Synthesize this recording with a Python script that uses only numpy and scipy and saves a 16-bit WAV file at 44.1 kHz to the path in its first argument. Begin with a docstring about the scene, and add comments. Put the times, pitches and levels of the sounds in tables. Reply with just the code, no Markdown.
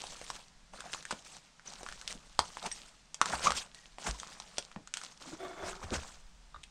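"""Boots on litter and slate

Boots walk over dry needles, twigs and loose slate between rock walls, heard by one small microphone on a pole.
Litter is clouds of tiny damped breaks over dense noise; twigs are cracks with knocks and splinters; a dragged slate
is noise through resonances. A sole squeals by stick and slip, slate chips and a pack tap as decaying modes,
heel falls swing the pole as low damped sines, and light air rumbles as shaped noise."""
import sys
import numpy as np
from scipy import signal
from scipy.fft import rfft, irfft, next_fast_len
from scipy.io import wavfile
from scipy.ndimage import uniform_filter1d, map_coordinates

SR = 44100
rng = np.random.default_rng(int(sys.argv[2]) if len(sys.argv) > 2 else 0)


def wav_record(signal):
    """Record a signal, one row per channel, as 16-bit PCM in the file named by sys.argv[1]."""
    frames = np.transpose(np.atleast_2d(signal))
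    bounded = np.clip(frames, -1, 1)
    # unit amplitude maps onto the largest positive 16-bit level
    quanta = np.round(bounded * 32767).astype(np.int16)
    wavfile.write(sys.argv[1], SR, quanta)


def field_ratio(decibels):
    """Amplitude ratio for a level in dB (20 dB per decade); scalars and array-likes work."""
    return 10 ** (np.asarray(decibels, dtype=float) / 20)


N = 295856
T = np.arange(N) / SR


def unit(x):
    """Normalisation: the signal scaled to rms 1."""
    return x / np.sqrt(np.mean(x ** 2) + 1e-20)


def along(points, hz):
    """Interpolation of (f/Hz, value) points on a logarithmic frequency axis."""
    f, v = np.transpose(points)
    return np.interp(np.log(hz + 1), np.log(f + 1), v)


def curves(rows, outside=None):
    """Linear interpolation in time: one value per sample for each column after t/s."""
    s, *cols = np.transpose(rows)
    return [np.interp(T, s, c, outside, outside) for c in cols]


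def wobble(rate):
    """Slow random modulation: a smooth curve through rate random knots a second."""
    knots = rng.standard_normal(int(N * rate / SR) + 4)
    return map_coordinates(knots, [T * rate])


def filtered(x, response):
    """Linear filtering: the spectrum times a complex response of frequency."""
    m = next_fast_len(N + SR // 2)
    return irfft(rfft(x, m) * response(np.fft.rfftfreq(m, 1 / SR)), m)[..., :N]


def coloured(x, spectrum):
    """Spectral shaping by (f/Hz, gain/dB) points, then scaling to rms 1."""
    return unit(filtered(x, lambda hz: field_ratio(along(spectrum, hz))))


def air():
    """Turbulence: moving air is a lumpy low rumble of shaped noise, over a steady broadband hush."""
    # air over the microphone: t/s, rumble level/dB
    gusts = [(0, -63), (.35, -58), (1.5, -73.5), (1.9, -58.5), (3.4, -67), (4.2, -66), (5.3, -70),
             (5.75, -56), (6.25, -52), (6.6, -60)]
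    # colour of the rumble: f/Hz, relative gain/dB
    rumble_colour = [(18, 2.5), (40, 4), (70, -12.5), (130, -56.5)]
    # colour of the steady hush, its top closed at 13 kHz: f/Hz, relative gain/dB
    hush_colour = [(53, -39.5), (90, -4.5), (175, 5), (354, -11.5), (778, -5), (2490, -9.5), (6070, -10),
                   (8630, -15), (12800, -40), (13800, -90)]
    hush_db = -64.5
    lumps = field_ratio(curves(gusts)[0] + 1.7 * wobble(25.0))
    rumble = lumps * coloured(rng.standard_normal(N), rumble_colour)
    return rumble + field_ratio(hush_db) * coloured(rng.standard_normal(N), hush_colour)


def rocks(x):
    """Reverberation: diffuse reflections from rock walls, each frequency decaying at its own rate."""
    # decay of the rock walls' answer: f/Hz, t60/s
    wall_decay = [(300, 0.17), (6000, 0.12)]
    hz, t, z = signal.stft(rng.standard_normal(SR // 3), SR, nperseg=256)
    decay = field_ratio(-60 * t / along(wall_decay, hz)[:, None])
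    tail = signal.istft(z * decay, SR, nperseg=256)[1]
    delayed = np.pad(x, (150, 0))  # samples
    return signal.fftconvolve(delayed, tail / np.linalg.norm(tail))[:N]


def thuds():
    """Damped oscillation: the pole swings on after each heel fall, over a dull rattle of settling ground."""
    # heel falls felt through the pole: t/s, level/dB before the soft onset, f/Hz, t60/s
    heel_falls = [(1.125, -36, 206, 0.06), (2.152, -36, 212, 0.033), (2.392, -35.5, 74, 0.12),
                  (3.329, -41.5, 62, 0.4), (3.5, -37.5, 64.4, 0.24), (3.47, -33.5, 198, 0.15),
                  (4.087, -26.5, 51.3, 0.2), (4.763, -28.5, 198, 0.048), (5.33, -34, 320, 0.072),
                  (5.63, -41.5, 84.4, 0.17), (5.842, -32, 84.5, 0.1), (5.92, -17, 282, 0.017),
                  (5.966, -29.5, 72.6, 0.14), (6.564, -44, 70.4, 0.12)]
    out, t = np.zeros(N + SR), np.arange(SR // 2) / SR
    for s, db, hz, t60 in heel_falls:
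        dull = np.convolve(rng.standard_normal(len(t)), np.hanning(SR // 500), "same")
        ground = dull * field_ratio(-31.5 - 60 * t / 0.18)
        swing = -np.sin(2 * np.pi * hz * t) * field_ratio(-60 * t / t60)
        onset = 1 - np.exp(-t * hz / 0.55)  # slower swings start softer
        out[round(s * SR):][:len(t)] += field_ratio(db) * (swing + ground) * onset
    return out[:N]


def slate():
    """Forced resonance: grit under the sliding slab kicks its modes; the hollow below sings as a fuzzy rising tone."""
    # a slate dragged over stones: t/s, level/dB
    scrape = [(5.39, -53), (5.41, -38.5), (5.53, -50.5), (5.7, -46), (5.74, -71)]
    # resonances of the slab: f/Hz, width/Hz, gain/dB
    modes = [(364, 39, 0), (687, 46, 3.5), (1140, 20, -4), (1350, 67, -4.5), (2176, 57, -7), (3460, 88, -3)]
    # the hollow under the slate sings: t/s, level/dB
    hollow = [(5.22, -67), (5.31, -51.5), (5.37, -75.5), (5.46, -57), (5.6, -54.5), (5.85, -66.5)]
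    hollow_hz, closes_hz_per_s = 279, 190  # it rings higher as it closes

    def body(f):
        """Modal sum: resonances of alternating sign on a small direct part, with a gentle treble loss."""
        total = 0.096
        for k, (centre, width, db) in enumerate(modes):
            total = total + (-1) ** k * field_ratio(db) * 1j * f * width / (centre ** 2 - f ** 2 + 1j * f * width)
        return total / (1 + (f / 2500) ** 2)

    grit = rng.standard_normal(N) * field_ratio(2.5 * wobble(45) + 3 * wobble(200))
    phase = 2 * np.pi * np.cumsum(hollow_hz + closes_hz_per_s * (T - hollow[0][0])) / SR
    hum = np.sin(phase) * wobble(110) + np.cos(phase) * wobble(110)  # random sidebands blur the tone
    dragged = field_ratio(curves(scrape, -120)[0]) * unit(filtered(grit, body))
    return dragged + field_ratio(curves(hollow, -120)[0]) * hum


def ring(s, db, hz, t60):
    """Modal decay: a sum of sines, each with a short attack and an exponential decay."""
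    since = np.maximum(T - s, 0)
    attack = 1 - np.exp(-since / 0.00079)  # s
    return np.sum(field_ratio(db - 60 * since / t60) * np.sin(2 * np.pi * hz * T) * attack, 0)


def taps():
    """Impact modes: one thin long mode on the pack; stones ring shorter and unevenly, the larger with an upper mode."""
    # something small on the pack taps: t/s, level/dB before the attack
    tinks = [(3.757, -51.5), (3.785, -50), (3.834, -54)]
    # slate chips knock together: t/s, level/dB before attack and chatter, f/Hz
    clacks = [(.840, -45, 761), (.850, -44, 764), (.862, -37.5, 753), (1.674, -35, 5970), (1.809, -37, 730),
              (2.64, -33.5, 717), (2.655, -28, 910), (2.717, -33, 5700), (2.724, -30, 8330),
              (4.045, -34, 850), (4.145, -41, 1002), (5.911, -40, 498), (6.544, -39, 1198),
              (6.561, -39.5, 1200)]
    tink_hz, tink_t60_s, clack_t60_s = 1900, 0.05, 0.035
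    overtone_ratio, overtone_db, chatter_db = 3.1, -10, 2.5
    s, db, hz = np.transpose(clacks)[..., None]
    upper_db = db + overtone_db - 120 * (hz > 2000)  # small, high chips have no audible upper mode
    chips = ring(s, db, hz, clack_t60_s) + ring(s, upper_db, hz * overtone_ratio, clack_t60_s / 2)
    pack = ring(*np.transpose(tinks)[..., None], tink_hz, tink_t60_s)
    uneven = field_ratio(chatter_db * wobble(300)) * (1 + 0.4 * wobble(1600))  # uneven contact
    return pack + chips * uneven


def squeal():
    """Stick and slip: a shaky rate that speeds up gives a rough gliding tone with a weak overtone."""
    # a sole slips on stone: t/s, level/dB before the envelope
    slips = [(3.4593, -19), (3.47, -15.5), (3.496, -27)]
    attack_s, t60_s = 0.00075, 0.046
    from_hz, to_hz, glide_s = 880, 1205, 0.00604
    hz = to_hz - (to_hz - from_hz) * np.exp(-np.maximum(T - slips[0][0], 0) / glide_s)
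    size = 0
    for s, db in slips:
        since = np.maximum(T - s, 0)
        size = size + field_ratio(db - 60 * since / t60_s) * (1 - np.exp(-since / attack_s))
    phase = 2 * np.pi * np.cumsum(hz * (1 + 0.0643 * wobble(250))) / SR
    return size * field_ratio(2.5 * wobble(120)) * (np.sin(phase) + 0.15 * np.sin(2 * phase))


def twigs():
    """Brittle fracture: a sharp crack, a short woody knock, and splinters that rattle on in the wood's pitch range."""
    # breaking twigs: t/s, level/dB of the whole break, knock f/Hz, knock level/dB before a common 16.5 dB lift
    breaks = [(0.0385, -37, 766, -3.5), (0.2137, -38.5, 540, 0.5), (0.3012, -29.5, 1050, -8),
              (0.7354, -44.5, 725, -4), (0.805, -34, 1500, -14.5), (0.9315, -31.5, 1710, -13),
              (0.946, -34.5, 1110, -7.5), (1.0254, -37, 1560, -29), (1.052, -32.5, 1600, -15.5),
              (1.1083, -28.5, 1010, -6), (1.1118, -25.5, 1420, -12), (1.1245, -35, 576, 2.5),
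              (1.3663, -40, 850, -11), (1.595, -52, 1530, -6), (1.831, -34.5, 530, -5),
              (1.8633, -44.5, 1200, 3.5), (1.887, -37, 1460, -8), (1.924, -35.5, 1500, -12.5),
              (2.013, -37, 1610, -22), (2.0765, -25.5, 5830, -22), (2.3907, -14.5, 960, -7),
              (2.5695, -41.5, 990, 2.5), (2.627, -40, 3800, -18), (2.662, -30, 6200, -21),
              (2.7143, -32.5, 1900, -17.5), (3.1434, -28.5, 1600, -53), (3.214, -16.5, 1245, -5),
              (3.257, -23.5, 1310, -14), (3.3, -41, 1500, -14), (3.3417, -38.5, 800, -3),
              (3.505, -22.5, 880, -6.5), (3.519, -25, 1200, -9.5), (3.7456, -38.5, 1900, -40),
              (3.9835, -41, 820, -0.5), (4.089, -39.5, 1200, -5.5), (4.199, -33.5, 6400, -21),
              (4.2313, -40.5, 1150, -3), (4.3997, -32.5, 920, -14.5), (4.582, -18, 610, -13.5),
              (4.7146, -47.5, 1270, -6), (4.7606, -54.5, 870, 12.5), (4.8734, -38, 1370, -17.5),
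              (4.9387, -25, 1530, -27.5), (4.9704, -25, 1440, -24), (5.014, -36.5, 1350, -13),
              (5.0353, -33.5, 1154, -16), (5.9377, -38, 526, 8), (6.633, -46, 3580, -20),
              (6.6369, -40, 2580, -22)]
    # colour of the snapping twigs, bright from 3 to 8.5 kHz: f/Hz, gain/dB
    snap_colour = [(300, -12), (1500, 0), (3000, 8), (8500, 5), (10500, -12), (16000, -40), (16600, -80)]
    out, t = np.zeros(N + SR), np.arange(SR // 10) / SR
    for s, db, knock_hz, knock_db in breaks:
        noise = rng.standard_normal((3, len(t)))
        u = t / .00006
        pressure_step = 0.85 * (1 - u) * np.exp(-u)
        tearing_fibres = noise[0] * field_ratio(-1.5 - 60 * t / 0.0065)
        splinters = noise[1] * field_ratio(-13.0 - 60 * t / 0.035) * (1 - np.exp(-t / 0.0028))
        knock = np.sin(2 * np.pi * knock_hz * t) * field_ratio(knock_db + 16.5 - 60 * t / 0.0075)
        rattle = np.convolve(noise[2] * field_ratio(-27.5 - 60 * t / 0.029), knock[:64])[:len(t)]
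        snap = pressure_step + tearing_fibres + splinters + knock + rattle
        out[round((s + .0009) * SR):][:len(t)] += field_ratio(db) * snap
    return filtered(out[:N], lambda hz: field_ratio(along(snap_colour, hz)))


def weight():
    """Energy addition: crackle and crunch levels/dB, as steps land, settle and lift and scuffs swell and fade."""
    # a sole bears on the litter: start t/s, hold/s, crackle level/dB, crunch over crackle/dB
    footfalls = [(0, 0.36, -49.5, -7.5), (0.737, 0.19, -57, 2), (1.25, 0.11, -53, -10.5),
                 (1.66, 0.38, -54, -3), (2.026, 0.45, -61, -6.5), (2.404, 0.44, -53.5, -5.5),
                 (3.257, 0.3, -46.5, -1), (3.748, 0.13, -60.5, -16), (3.999, 0.34, -51.5, -6.5),
                 (4.397, 0.25, -58, -5), (4.95, 0.15, -53.5, -7.5), (5.21, 0.12, -52.5, -2),
                 (5.394, 0.66, -59, 4), (5.93, 0.17, -51.5, -5)]
    # the sole twists or pushes off: peak t/s, time to fade 10 dB/s (0 is silent), crackle level/dB, crunch over crackle/dB
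    twists = [(0.933, 0.0872, -47.5, -6.5), (1.129, 0.09, -51.5, -5), (1.671, 0, -44.5, -27),
              (2.109, 0.025, -41, -6.5), (2.628, 0.0128, -51, 6.5), (2.663, 0.0211, -39, 3),
              (2.725, 0.15, -51.5, -24), (3.333, 0.0759, -43.5, 5), (3.446, 0.027, -32.5, -10),
              (3.476, 0.02, -33.5, 4), (3.571, 0.03, -34, -25), (4.071, 0.0249, -33, -0.5),
              (5.641, 0.0363, -57, 14.5), (5.692, 0.0416, -41, -2.5), (5.838, 0.03, -49, 5),
              (5.944, 0.031, -37.5, 3)]
    lands_db_per_s, settles_db_per_s, lifts_db_per_s = 1396, 5.5, 135
    rise_over_fade = 0.67
    t = T[None, ::64]
    s, hold, db, low_db = np.transpose(footfalls)[..., None]
    landing = lands_db_per_s * np.maximum(s - t, 0)
    settling = settles_db_per_s * np.clip(t - s, 0, hold)
    lifting = lifts_db_per_s * np.maximum(t - s - hold, 0)
    steps = db - landing - settling - lifting
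    s, fade, db, dull_db = np.transpose(twists)[..., None]
    scuffs = db - 10 * np.maximum((s - t) / rise_over_fade, t - s) / fade

    def total(a, b):
        """Power sum of two sets of levels/dB."""
        power = np.sum(field_ratio(2 * a), 0) + np.sum(field_ratio(2 * b), 0)
        return np.interp(T, t[0], 10 * np.log10(power + 1e-12))

    return total(steps, scuffs), total(steps + low_db, scuffs + dull_db)


def patchy(depth_db):
    """Spectral modulation: noise coloured anew from leaf to leaf by random gain in small time-frequency patches."""
    z = signal.stft(rng.standard_normal(N), nperseg=256)[2]
    field = uniform_filter1d(rng.standard_normal(z.shape), size=8, axis=0)
    field = uniform_filter1d(field, size=8, axis=1)
    return unit(signal.istft(z * field_ratio(depth_db * unit(field)), nperseg=256)[1][:N])


def grains(count, hz, spread, cycles, sizes_db):
    """Shot noise: tiny breaks at random moments, damped sines of scattered pitch, few of them big."""
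    when, pitch, size = rng.random((count, 3)).T
    f = hz * np.exp(spread * (2 * pitch - 1))[:, None]
    n = np.arange(192)
    height = field_ratio(-sizes_db * np.log(size + .007))[:, None]  # the offset limits the largest grains
    wave = height * np.sin(2 * np.pi * f * n / SR) * np.exp(-f * n / SR / cycles)
    at = (when * N).astype(int)[:, None] + n
    return unit(np.bincount(at.ravel(), wave.ravel(), N + len(n))[:N])


def litter():
    """Crackling noise: needles crackle high and leaves crunch low, in clumps, over a rustle of merged grains."""
    # colour of the needles: f/Hz, relative gain/dB
    crackle_colour = [(1000, -7.5), (1700, -10.5), (2780, -4.5), (6150, -2), (8580, -5), (11400, -24.5),
                      (15500, -33)]
    # colour of the leaves: f/Hz, relative gain/dB
    crunch_colour = [(71, -42), (120, -13), (183, -3), (340, -22), (673, -10.5), (1440, -5.5), (2600, -12),
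                     (3380, -59.5)]
    crackle_db, crunch_db = weight()
    clump = 1.3 * wobble(35)  # dB, shared by both layers
    dense = field_ratio(0.1 * (crackle_db + 77.5))  # more weight breaks more at once: the grains merge
    fine = grains(count=5000, hz=4315, spread=0.99, cycles=2.5, sizes_db=2.5)
    fine = fine + 1.59 * dense * patchy(depth_db=3)
    # brittle stems click across the whole range
    fine = fine + 1.02 * grains(count=400, hz=4500, spread=0.5, cycles=0.6, sizes_db=4.5)
    coarse = grains(count=2500, hz=823, spread=0.79, cycles=1.97, sizes_db=2.5)
    coarse = coarse + 0.74 * dense * rng.standard_normal(N)
    even = np.sqrt(1 + dense ** 2)  # offsets the power that the rustle adds
    fine = coloured(fine / even * field_ratio(clump + 1.82 * wobble(90)), crackle_colour)
    coarse = coloured(coarse / even * field_ratio(clump + 1.5 * wobble(40)), crunch_colour)
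    return field_ratio(crackle_db) * fine + field_ratio(crunch_db) * coarse


def scene():
    """Superposition: all sources add at one microphone, which feeds both channels."""
    hard = twigs() + slate() + taps()
    echo = field_ratio(-10) * rocks(hard)
    return np.tile(hard + echo + squeal() + litter() + thuds() + air(), (2, 1))


def roll_off(x):
    """The treble ends steeply here."""
    return signal.sosfilt(signal.butter(12, 15800, fs=SR, output="sos"), x)


def record(dry):
    """Mid and side: a treble part of randomly flipping polarity enters the two channels with opposite signs."""
    # how far the channels differ, before the flips: f/Hz, gain/dB
    side_gain = [(2500, -44.5), (10500, -30.5), (12000, -1.5)]
    flicker = np.sign(wobble(300))
    treble = filtered(dry[0], lambda hz: field_ratio(along(side_gain, hz)))
    side = filtered(treble * flicker, lambda hz: hz < 13500)
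    mix = dry + side * [[1], [-1]]
    return roll_off(mix)


dry = scene()
out = record(dry)
wav_record(out)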